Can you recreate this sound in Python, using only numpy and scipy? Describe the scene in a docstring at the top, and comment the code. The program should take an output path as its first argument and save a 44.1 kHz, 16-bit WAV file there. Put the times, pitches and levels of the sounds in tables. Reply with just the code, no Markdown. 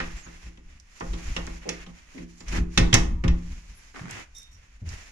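"""Knocks of handle and latch set a wooden door booming as it is pushed open, close by in a small room.
Each blow cracks, rattles the latch and rings the hollow panel and the whole door leaf.
Sleeve and hand rub in strokes, and moved air rumbles on the microphone.
The hinge sticks and slips in low creaks and faint squeaks; then come soft footfalls
and a light clink of metal."""
import sys
import numpy as np
from scipy import signal
from scipy.fft import rfft, irfft
from scipy.io import wavfile
from scipy.ndimage import uniform_filter1d

SR = 44100
rng = np.random.default_rng(int(sys.argv[2]) if len(sys.argv) > 2 else 0)


def pcm_store(signal):
    """Save signal as 16-bit PCM."""
    levels = np.round(np.clip(np.atleast_2d(signal), -1, 1) * 32767)
    wavfile.write(sys.argv[1], SR, levels.astype(np.int16).T)


N = 225683
T = np.arange(N) / SR
RING = T[:SR]  # one second for a single sound to ring out

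# Blows of handle, latch and leaf. Each row: start in seconds, boom level in dB, panel level in dB,
# crack level in dB, contact pitch in Hz, crack decay (t60) in seconds.
KNOCKS = [(.001, -33.5, -32, -24.5, 1640, .23), (.264, -43.5, -43, -44.5, 1520, .19),
          (.46, -47, -53, -54, 2300, .11), (.573, -48.5, -54.5, -51.5, 3000, .04),
          (1.007, -72, -27.5, -24.5, 980, .063), (1.019, -33.5, -55, -40, 1010, .065),
          (1.133, -34, -35, -41, 3470, .15), (1.364, -32, -25.5, -26.5, 2970, .085),
          (1.472, -37.5, -37.5, -34, 1550, .042), (1.69, -42.5, -47, -25.5, 5560, .04),
          (1.863, -49, -43, -48.5, 3440, .11), (2.177, -44.5, -58, -44, 2110, .25),
          (2.405, -44, -44, -44.5, 4900, .05), (2.482, -44.5, -58, -42.5, 6040, .24),
          (2.524, -29.5, -41, -39.5, 2300, .11), (2.576, -25.5, -38.5, -41, 1222, .075),
          (2.775, -15.5, -17, -12.5, 3670, 0.088), (2.928, -34, -36, -16, 3400, .075),
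          (2.940, -18.5, -16, -10, 6150, .031), (2.948, -40.5, -26.5, -19, 5630, .045),
          (3.238, -20.5, -25, -29, 2070, .1), (3.279, -30, -34, -27.5, 3290, 0.034)]
# Deep modes of the door leaf. Each row: pitch in Hz, level in dB, t60 in seconds.
LEAF_MODES = [(52.25, -8.5, 0.53), (107.3, 2.5, 0.18), (134, 0.5, 0.16), (173.5, 4, 0.58),
              (175, -15.5, 0.067), (240.9, -4.5, 0.38), (247.6, -3, 0.39), (301.4, -11.5, 0.64),
              (331.6, -3, 0.48), (359, -6, 0.13), (405, -11.5, 0.46)]
# Boxy modes of the hollow panel. Each row: pitch in Hz, level in dB, t60 in seconds.
PANEL_MODES = [(446, -2, 0.097), (483, -4, 0.14), (537, -4.5, .24), (666.4, -2, 0.088), (808.3, -5.5, 0.18),
               (852, -1, 0.072), (907, -6, 0.1), (930, -18.5, 0.19), (1017, -8.5, 0.2), (1088, 1, 0.083),
               (1169, -13.5, 0.38), (1266, -3, 0.11), (1346, -7, 0.13), (1451, -4.5, 0.18)]
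NARROW_BLUR = .002  # width of a nearly pure mode, as a share of its pitch


def door_knocks(latch_db=-21, latch_t60=.16, spring_db=-27, snap_db=-3, snap_t60=0.039, contact_db=2):
    """Each blow snaps, rattles latch and panel, and sets the leaf booming. Returns cracks and body."""
    # Latch metal, damped evenly by the wood around it. Each row: pitch in Hz, level in dB.
    latch_partials = [(1798, 3), (1897, 3), (2040, 0), (2170, 3), (2586, 5.5), (3060, -3.5), (3408, -1),
                      (3860, 0), (4640, 1), (5439, 0), (5586, 1.5), (5826, -2.5), (6433, -11.5), (7068, -6),
                      (13600, 4.5)]
    # The latch spring sings on faintly. Each row: pitch in Hz, level in dB, t60 in seconds.
    spring_modes = [(707, 1, 0.37), (949, -9, 1), (1206, -1, .45)]
    # EQ of the crack of wood and latch. Each row: frequency in Hz, gain in dB.
    crack_eq = [(100, -15), (350, 5.5), (650, -3.5), (1000, 3.5), (1350, 2.5), (2100, 6.5), (3000, 4.5),
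                (4500, 1.5), (5700, 5.5), (7000, 1.5), (8300, -0.5), (10000, -3), (12000, -17),
                (15000, -2.5)]
    latch_modes = [(hz, db + latch_db, latch_t60) for hz, db in latch_partials]
    cracks, body = np.zeros((2, N)), np.zeros((2, N))
    boom = ring(LEAF_MODES, NARROW_BLUR) * rise(0.0026) / 2
    for start, boom_db, panel_db, crack_db, contact_hz, t60 in KNOCKS:
        wood = rng.standard_normal((2, SR)) * (fade(t60) + undb(snap_db) * fade(snap_t60))
        # the struck spot adds a broad, short resonance of its own
        contact = undb(contact_db) * around(wood * fade(t60), contact_hz, spread=1.25)
        latch = ring(latch_modes, blur=.012)
        spring = undb(spring_db) * ring(spring_modes, NARROW_BLUR)
        crack = (wood + contact + latch + spring) * rise(0.00086)
        # a softer contact leaves the high modes quiet
        add(cracks, start, undb(crack_db) * band(crack, 1.34 * contact_hz, "low"))
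        panel = ring(PANEL_MODES, blur=0.021) * rise(0.0047) / 2
        add(body, start, undb(panel_db) * panel + undb(boom_db) * boom)
    return colour(cracks, crack_eq), band(body, 1300, "low")


def door_bumps(leaf_db=-7):
    """A soft blow on the door thuds and leaves the leaf's modes near its pitch ringing."""
    # Each row: start in seconds, level in dB, pitch in Hz.
    bumps = [(0.029, -40.5, 225), (1.674, -40, 172), (1.697, -32, 340), (1.874, -41.5, 180),
             (2.17, -43.5, 365), (2.799, -17, 124), (2.813, -26, 309), (2.93, -14, 114.4),
             (3.242, -21, 123.5), (3.51, -45, 216)]
    out = np.zeros((2, N))
    for start, db, hz in bumps:
        blow = thud(hz, cycles=24)
        leaf = around(ring(LEAF_MODES, NARROW_BLUR), hz, spread=1.25)
        add(out, start, undb(db) * (blow + undb(leaf_db) * leaf))
    return out


def moved_air(level_db=-1, draught_db=-52, pump_db=-1.5, attack=0.7):
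    """Swings and blows push air over a steady draught; both channels get the same rumble."""
    # Swings of door and hand. Each row: start in seconds, length in seconds, level in dB.
    swings = [(0, 0.15, -37), (0.418, 0.065, -40.5), (0.613, 0.15, -44), (1.087, 0.051, -29.5),
              (1.251, 0.068, -26), (2.46, 0.061, -30.5), (2.556, 0.061, -17.5), (2.967, 0.22, -22.5),
              (3.248, 0.086, -17), (3.395, 0.15, -32), (3.667, 0.065, -42), (4.836, 0.13, -42)]
    # EQ of air pushed against the microphone. Each row: frequency in Hz, gain in dB.
    air_eq = [(10, -8), (22, -1), (38, -2), (55, 0), (75, -12), (110, -20.5), (250, -27.5), (600, -59.5),
              (2000, -93)]
    power = undb(draught_db) ** 2
    for start, length, db in swings:
        power += (undb(db) * motion(start, length, attack, release_s=0.028)) ** 2
    for start, boom_db, *_ in KNOCKS:  # a struck leaf pumps air in step with its boom
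        power += (undb(boom_db + pump_db) * motion(start, .06, attack, release_s=0.1)) ** 2
    rumble = band(colour(rng.standard_normal(N), air_eq), 700, "low", order=4)
    return undb(level_db) * np.sqrt(power) * unit(rumble)


def footfalls():
    """Soft steps thud on the floor, heel then sole."""
    # Each row: start in seconds, level in dB, pitch in Hz.
    steps = [(3.949, -53, 274), (4.01, -29, 132.8), (4.039, -31.5, 176), (4.112, -36, 103.7),
             (4.535, -45, 82), (4.817, -26.5, 95.9), (4.861, -26.5, 84.8)]
    out = np.zeros((2, N))
    for start, db, hz in steps:
        add(out, start, undb(db) * thud(hz, cycles=26.6))
    return out


def hinge_creaks(slip_rate_hz=140, jitter=0.308, slip_t60=0.038):
    """The hinge sticks and slips unevenly; each slip jolts the wood and rings leaf and panel."""
    # Each row: start in seconds, length in seconds, level in dB, pitch in Hz.
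    creaks = [(1.649, 0.064, -36.5, 395), (2.136, .095, -42.5, 280)]
    out = np.zeros((2, N))
    for start, length, db, hz in creaks:
        slip_times = np.cumsum(np.exp(jitter * rng.standard_normal(64))) / slip_rate_hz
        slip_times = slip_times[slip_times < length]
        slips = np.zeros(SR)
        slips[(slip_times * SR).astype(int)] = np.sqrt(np.sin(np.pi * slip_times / length))
        jolt = rng.standard_normal((2, SR)) * fade(slip_t60)
        wood = jolt + undb(-30) * ring(LEAF_MODES + PANEL_MODES, NARROW_BLUR)
        groan = around(signal.fftconvolve(slips[None], wood, axes=1), hz, spread=1.39)
        add(out, start, undb(db) * groan / np.std(groan[:, :int(length * SR)]))
    return out


def rubbing(trim_db=-1, rest_body_db=-64.5, rest_hiss_db=-70, catch_db=1.5, grain_db=0.5):
    """Sleeve and hand slide with small catches and tiny slips, and rustle faintly at rest."""
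    # Each row: start in seconds, length in seconds, body level in dB, hiss level in dB.
    strokes = [(0, 0.19, -47.5, -53), (0.134, 0.35, -52.5, -57.5), (0.662, 0.13, -60.5, -68),
               (0.89, 0.29, -54, -55.5), (1.164, 0.184, -45, -50), (1.341, 0.24, -49, -53.5),
               (1.592, 0.24, -47.5, -57), (1.84, 0.28, -57.5, -63), (2.109, 0.12, -54, -57),
               (2.25, 0.244, -63, -61), (2.455, 0.11, -42.5, -51.5), (2.512, 0.064, -36.5, -44),
               (2.69, .23, -52, -54), (3.28, .63, -59, -61), (3.431, 0.15, -55, -59),
               (3.903, 0.19, -57, -57), (4.08, .13, -41.5, -51), (4.267, 0.502, -64.5, -72),
               (4.85, 0.13, -46, -50.5), (4.958, 0.14, -51, -55)]
    # EQs of the rub's body and of its hiss. Each row: frequency in Hz, gain in dB.
    body_eq = [(60, -18.5), (160, -1), (450, -5), (800, -4.5), (1400, -2), (2000, 3), (2600, 1),
               (3600, -9.5), (6000, -27.5), (15000, -45.5)]
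    hiss_eq = [(500, -39), (2500, -10.5), (4200, -4), (5700, -0.5), (7000, -1.5), (8200, -13), (9800, -13),
               (12000, -23), (15000, -26.5)]
    body_power, hiss_power = undb(rest_body_db) ** 2, undb(rest_hiss_db) ** 2
    for start, length, body_db, hiss_db in strokes:
        speed = motion(start, length, attack=0.36, release_s=0.024)
        body_power += (undb(body_db + trim_db) * speed) ** 2
        hiss_power += (undb(hiss_db + trim_db) * speed) ** 2
    grip = undb(catch_db * wander(45) + grain_db * wander(680))
    body = np.sqrt(body_power) * friction(grip, body_eq)
    hiss = np.sqrt(hiss_power) * friction(grip, hiss_eq)
    return body + hiss


def scuffs(edge_s=0.022, grain_db=3):
    """Short grainy strokes of friction that start and stop abruptly."""
    # Each row: start in seconds, length in seconds, level in dB.
    strokes = [(2.529, 0.07, -34.5), (3.937, 0.072, -41.5), (3.984, 0.14, -47), (4.141, 0.094, -45.5)]
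    # Dull EQ of a scuff. Each row: frequency in Hz, gain in dB.
    scuff_eq = [(100, -16.5), (250, 10), (550, -2.5), (1100, 1.5), (1500, 3), (2000, 2), (2800, -6),
                (4000, -13.5), (8000, -22), (15000, -47)]
    force = np.zeros(N)
    for start, length, db in strokes:
        force += undb(db) * np.clip(np.minimum(T - start, start + length - T) / edge_s, 0, 1)
    grip = undb(grain_db * wander(600))
    return force * friction(grip, scuff_eq)


def metal_clinks(ting_hz=3693, ting_t60=.33):
    """Tiny contacts shake loose metal: its short modes chatter while the lowest rings on clean."""
    # Each row: start in seconds, chatter level in dB, ting level in dB, length in seconds.
    clinks = [(4.347, -49, -45, 0.053), (4.414, -58, -47.5, 0.016), (4.509, -59.5, -73, 0.0393)]
    # Short modes of the metal. Each row: pitch in Hz, level in dB, t60 in seconds.
    metal_modes = [(5460, -1, 0.11), (5660, 6, 0.2), (6050, -5, 0.074), (6560, 2.5, 0.049),
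                   (7400, 1.5, 0.052), (8700, -4.5, 0.044), (8800, -5, 0.069), (11100, -8, 0.079)]
    out = np.zeros((2, N))
    for start, chatter_db, ting_db, length in clinks:
        contacts = rng.standard_normal((2, SR)) ** 3 * (RING < length)  # cubing makes noise spiky
        contacts /= np.linalg.norm(contacts, axis=1, keepdims=True)
        chatter = signal.fftconvolve(contacts, ring(metal_modes, blur=0.029), axes=1)
        add(out, start, undb(chatter_db) * band(chatter, 3100, "high"))
        add(out, start, ring([(ting_hz, ting_db, ting_t60)]) * rise(0.0082))
    return out


def dry_ticks():
    """Tiny dry contacts click near the microphone."""
    # Each row: start in seconds, relative level in dB, pitch in Hz, t60 in seconds.
    ticks = [(0.799, -45, 5350, 0.03), (1, -42.5, 5270, 0.052), (1.4678, -31, 5500, 0.01),
             (2.3795, -53, 6240, 0.032), (2.74, -47, 6340, 0.011), (4.11, -27.5, 6860, 0.011),
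             (4.384, -43, 8700, 0.017), (4.431, -43.5, 7700, 0.0085), (4.89, -38, 5700, 0.048)]
    out = np.zeros((2, N))
    for start, db, hz, t60 in ticks:
        burst = rng.standard_normal((2, SR)) * fade(t60)
        add(out, start, undb(db) * 2 * around(burst, hz, spread=1.27))
    return out


def hinge_squeaks():
    """Unsteady friction in the dry pivot sings in a narrow high band, swelling and dying in a moment."""
    # Each row: start in seconds, length in seconds, level in dB, pitch in Hz.
    squeaks = [(0.158, 0.071, -57, 7450), (0.216, 0.059, -55, 6630), (0.433, 0.054, -64, 5480),
               (2.38, 0.05, -55.5, 7070), (3.741, 0.072, -61.5, 10870)]
    out = np.zeros((2, N))
    for start, length, db, hz in squeaks:
        swell = np.sin(np.pi * np.minimum(RING / length, 1))
        whistle = unit(around(rng.standard_normal((2, SR)), hz, spread=1.022))
        add(out, start, undb(db) * swell * whistle)
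    return out


def room_reverb(x, build_s=0.0034):
    """Diffuse reflections of a small room build quickly and linger longest in the midrange."""
    # Each row: frequency in Hz, reverb time (t60) in seconds.
    decay_times = [(300, 0.34), (1000, 0.41), (2500, 0.36), (6000, 0.25), (12000, 0.34)]
    edges_hz = np.geomspace(120, 16000, 9)
    tail = np.zeros((2, SR))
    for lo, hi in zip(edges_hz, edges_hz[1:]):
        t60 = value_at(decay_times, np.sqrt(lo * hi))
        tail += band(rng.standard_normal((2, SR)), [lo, hi], "band") * fade(t60)
    tail = unit(tail * rise(build_s)) / np.sqrt(SR)
    return signal.fftconvolve(x, tail, axes=1)[:, :N]


def ring(modes, blur=0.0036, apart_hz=480):
    """Struck modes, each blurred by a share of its pitch; higher ones reach the two sides out of step."""
    out = 0
    for hz, db, t60 in modes:
        phase = rng.uniform(-np.pi, np.pi)
        stereo_shift = np.array([[0], [1.72 + 0.86 * rng.standard_normal()]])
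        onset_phase = (phase + stereo_shift) * min(hz / apart_hz, 1) ** 3  # low modes start together
        drift = np.cumsum(rng.standard_normal(SR)) * np.sqrt(2 * np.pi * blur * hz / SR)
        out = out + undb(db) * fade(t60) * np.sin(2 * np.pi * hz * RING + onset_phase + drift)
    return out


def thud(hz, cycles, swell_s=0.0056, shake_db=-6):
    """A soft blow: one low resonance amid shaking boards, falling 60 dB in the given cycles."""
    tone = np.sin(2 * np.pi * hz * RING)
    shake = unit(around(rng.standard_normal(SR), hz, spread=1.41))
    return (tone + undb(shake_db) * shake) * fade(cycles / hz) * rise(swell_s)


def friction(grip, eq):
    """Sliding noise, roughened by a changing grip and coloured, at rms 1."""
    return unit(colour(rng.standard_normal((2, N)) * grip, eq))


def motion(start, length, attack, release_s):
    """Speed of one movement: it gathers over the attack share of its length, holds, then dies away."""
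    gather = np.clip((T - start) / (attack * length), 0, 1)
    release = np.exp(-np.maximum(T - start - length, 0) / release_s)
    return np.sin(np.pi / 2 * gather) * release


def rise(seconds):
    """A smooth attack with the given time constant."""
    return 1 - np.exp(-RING / seconds)


def fade(t60):
    """A decay of 60 dB in t60 seconds."""
    return np.exp(-np.log(1000) * RING / t60)


def wander(rate_hz):
    """Smooth random movement at rms 1."""
    hold = int(SR / rate_hz)
    steps = np.repeat(rng.standard_normal(N // hold + 1), hold)
    return unit(uniform_filter1d(steps, hold)[:N])


def colour(x, eq, size=8192):
    """Minimum-phase EQ through the given (Hz, dB) points."""
    gain = undb(value_at(eq, np.fft.rfftfreq(size, 1 / SR)))
    cepstrum = irfft(np.log(gain))
    cepstrum[1:size // 2] *= 2
    cepstrum[size // 2 + 1:] = 0
    impulse = irfft(np.exp(rfft(cepstrum)))
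    return signal.fftconvolve(np.atleast_2d(x), impulse[None], axes=1)[:, :x.shape[-1]]


def band(x, hz, kind, order=2):
    """Low-, high- or band-pass."""
    sos = signal.butter(order, np.minimum(hz, SR / 2 - 500), kind, fs=SR, output="sos")
    return signal.sosfilt(sos, x)


def around(x, hz, spread):
    """The band from hz / spread to hz * spread."""
    return band(x, [hz / spread, hz * spread], "band")


def value_at(points, hz):
    """Value of a (Hz, value) table on a log-frequency axis."""
    freqs, values = np.transpose(points)
    return np.interp(np.log(np.maximum(hz, 1)), np.log(freqs), values)


def add(out, start, x):
    """Mix a sound in at start seconds."""
    i = int(start * SR)
    out[:, i:i + x.shape[-1]] += x[..., :N - i]


def undb(db):
    """Decibels to gain."""
    return 10 ** (np.asarray(db) / 20)


def unit(x):
    """Scale to rms 1."""
    return x / np.sqrt(np.mean(x ** 2))


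def scene(send_db=-12.0, body_send_db=-7, send_low_cut_hz=280):
    """Blows, hinge and steps echo in the room; the deepest boom, clinks, rubbing and air stay dry."""
    cracks, body = door_knocks()
    near = cracks + dry_ticks() + door_bumps() + hinge_creaks() + footfalls() + scuffs() + hinge_squeaks()
    upper_body = band(body, send_low_cut_hz, "high", order=4)
    echo = room_reverb(undb(send_db) * near + undb(body_send_db) * upper_body)
    return near + body + echo + metal_clinks() + rubbing() + moved_air()


def record(dry, ceiling=.9, top_hz=15200):
    """Each microphone port has its own colour; peaks over the ceiling clip and the top is cut."""
    # Each row: frequency in Hz, left minus right in dB.
    port_balance = [(200, 0.5), (500, -0.5), (1000, -3.5), (2000, 0), (3800, -3), (5600, -8), (7000, -11),
                    (8500, 7.5), (12000, 6)]
    left = colour(dry[0], [(hz, db / 2) for hz, db in port_balance])
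    right = colour(dry[1], [(hz, -db / 2) for hz, db in port_balance])
    clipped = np.clip(np.vstack([left, right]), -ceiling, ceiling)
    return signal.sosfilt(signal.ellip(8, .2, 70, top_hz, fs=SR, output="sos"), clipped)


dry = scene()
out = record(dry)
pcm_store(out)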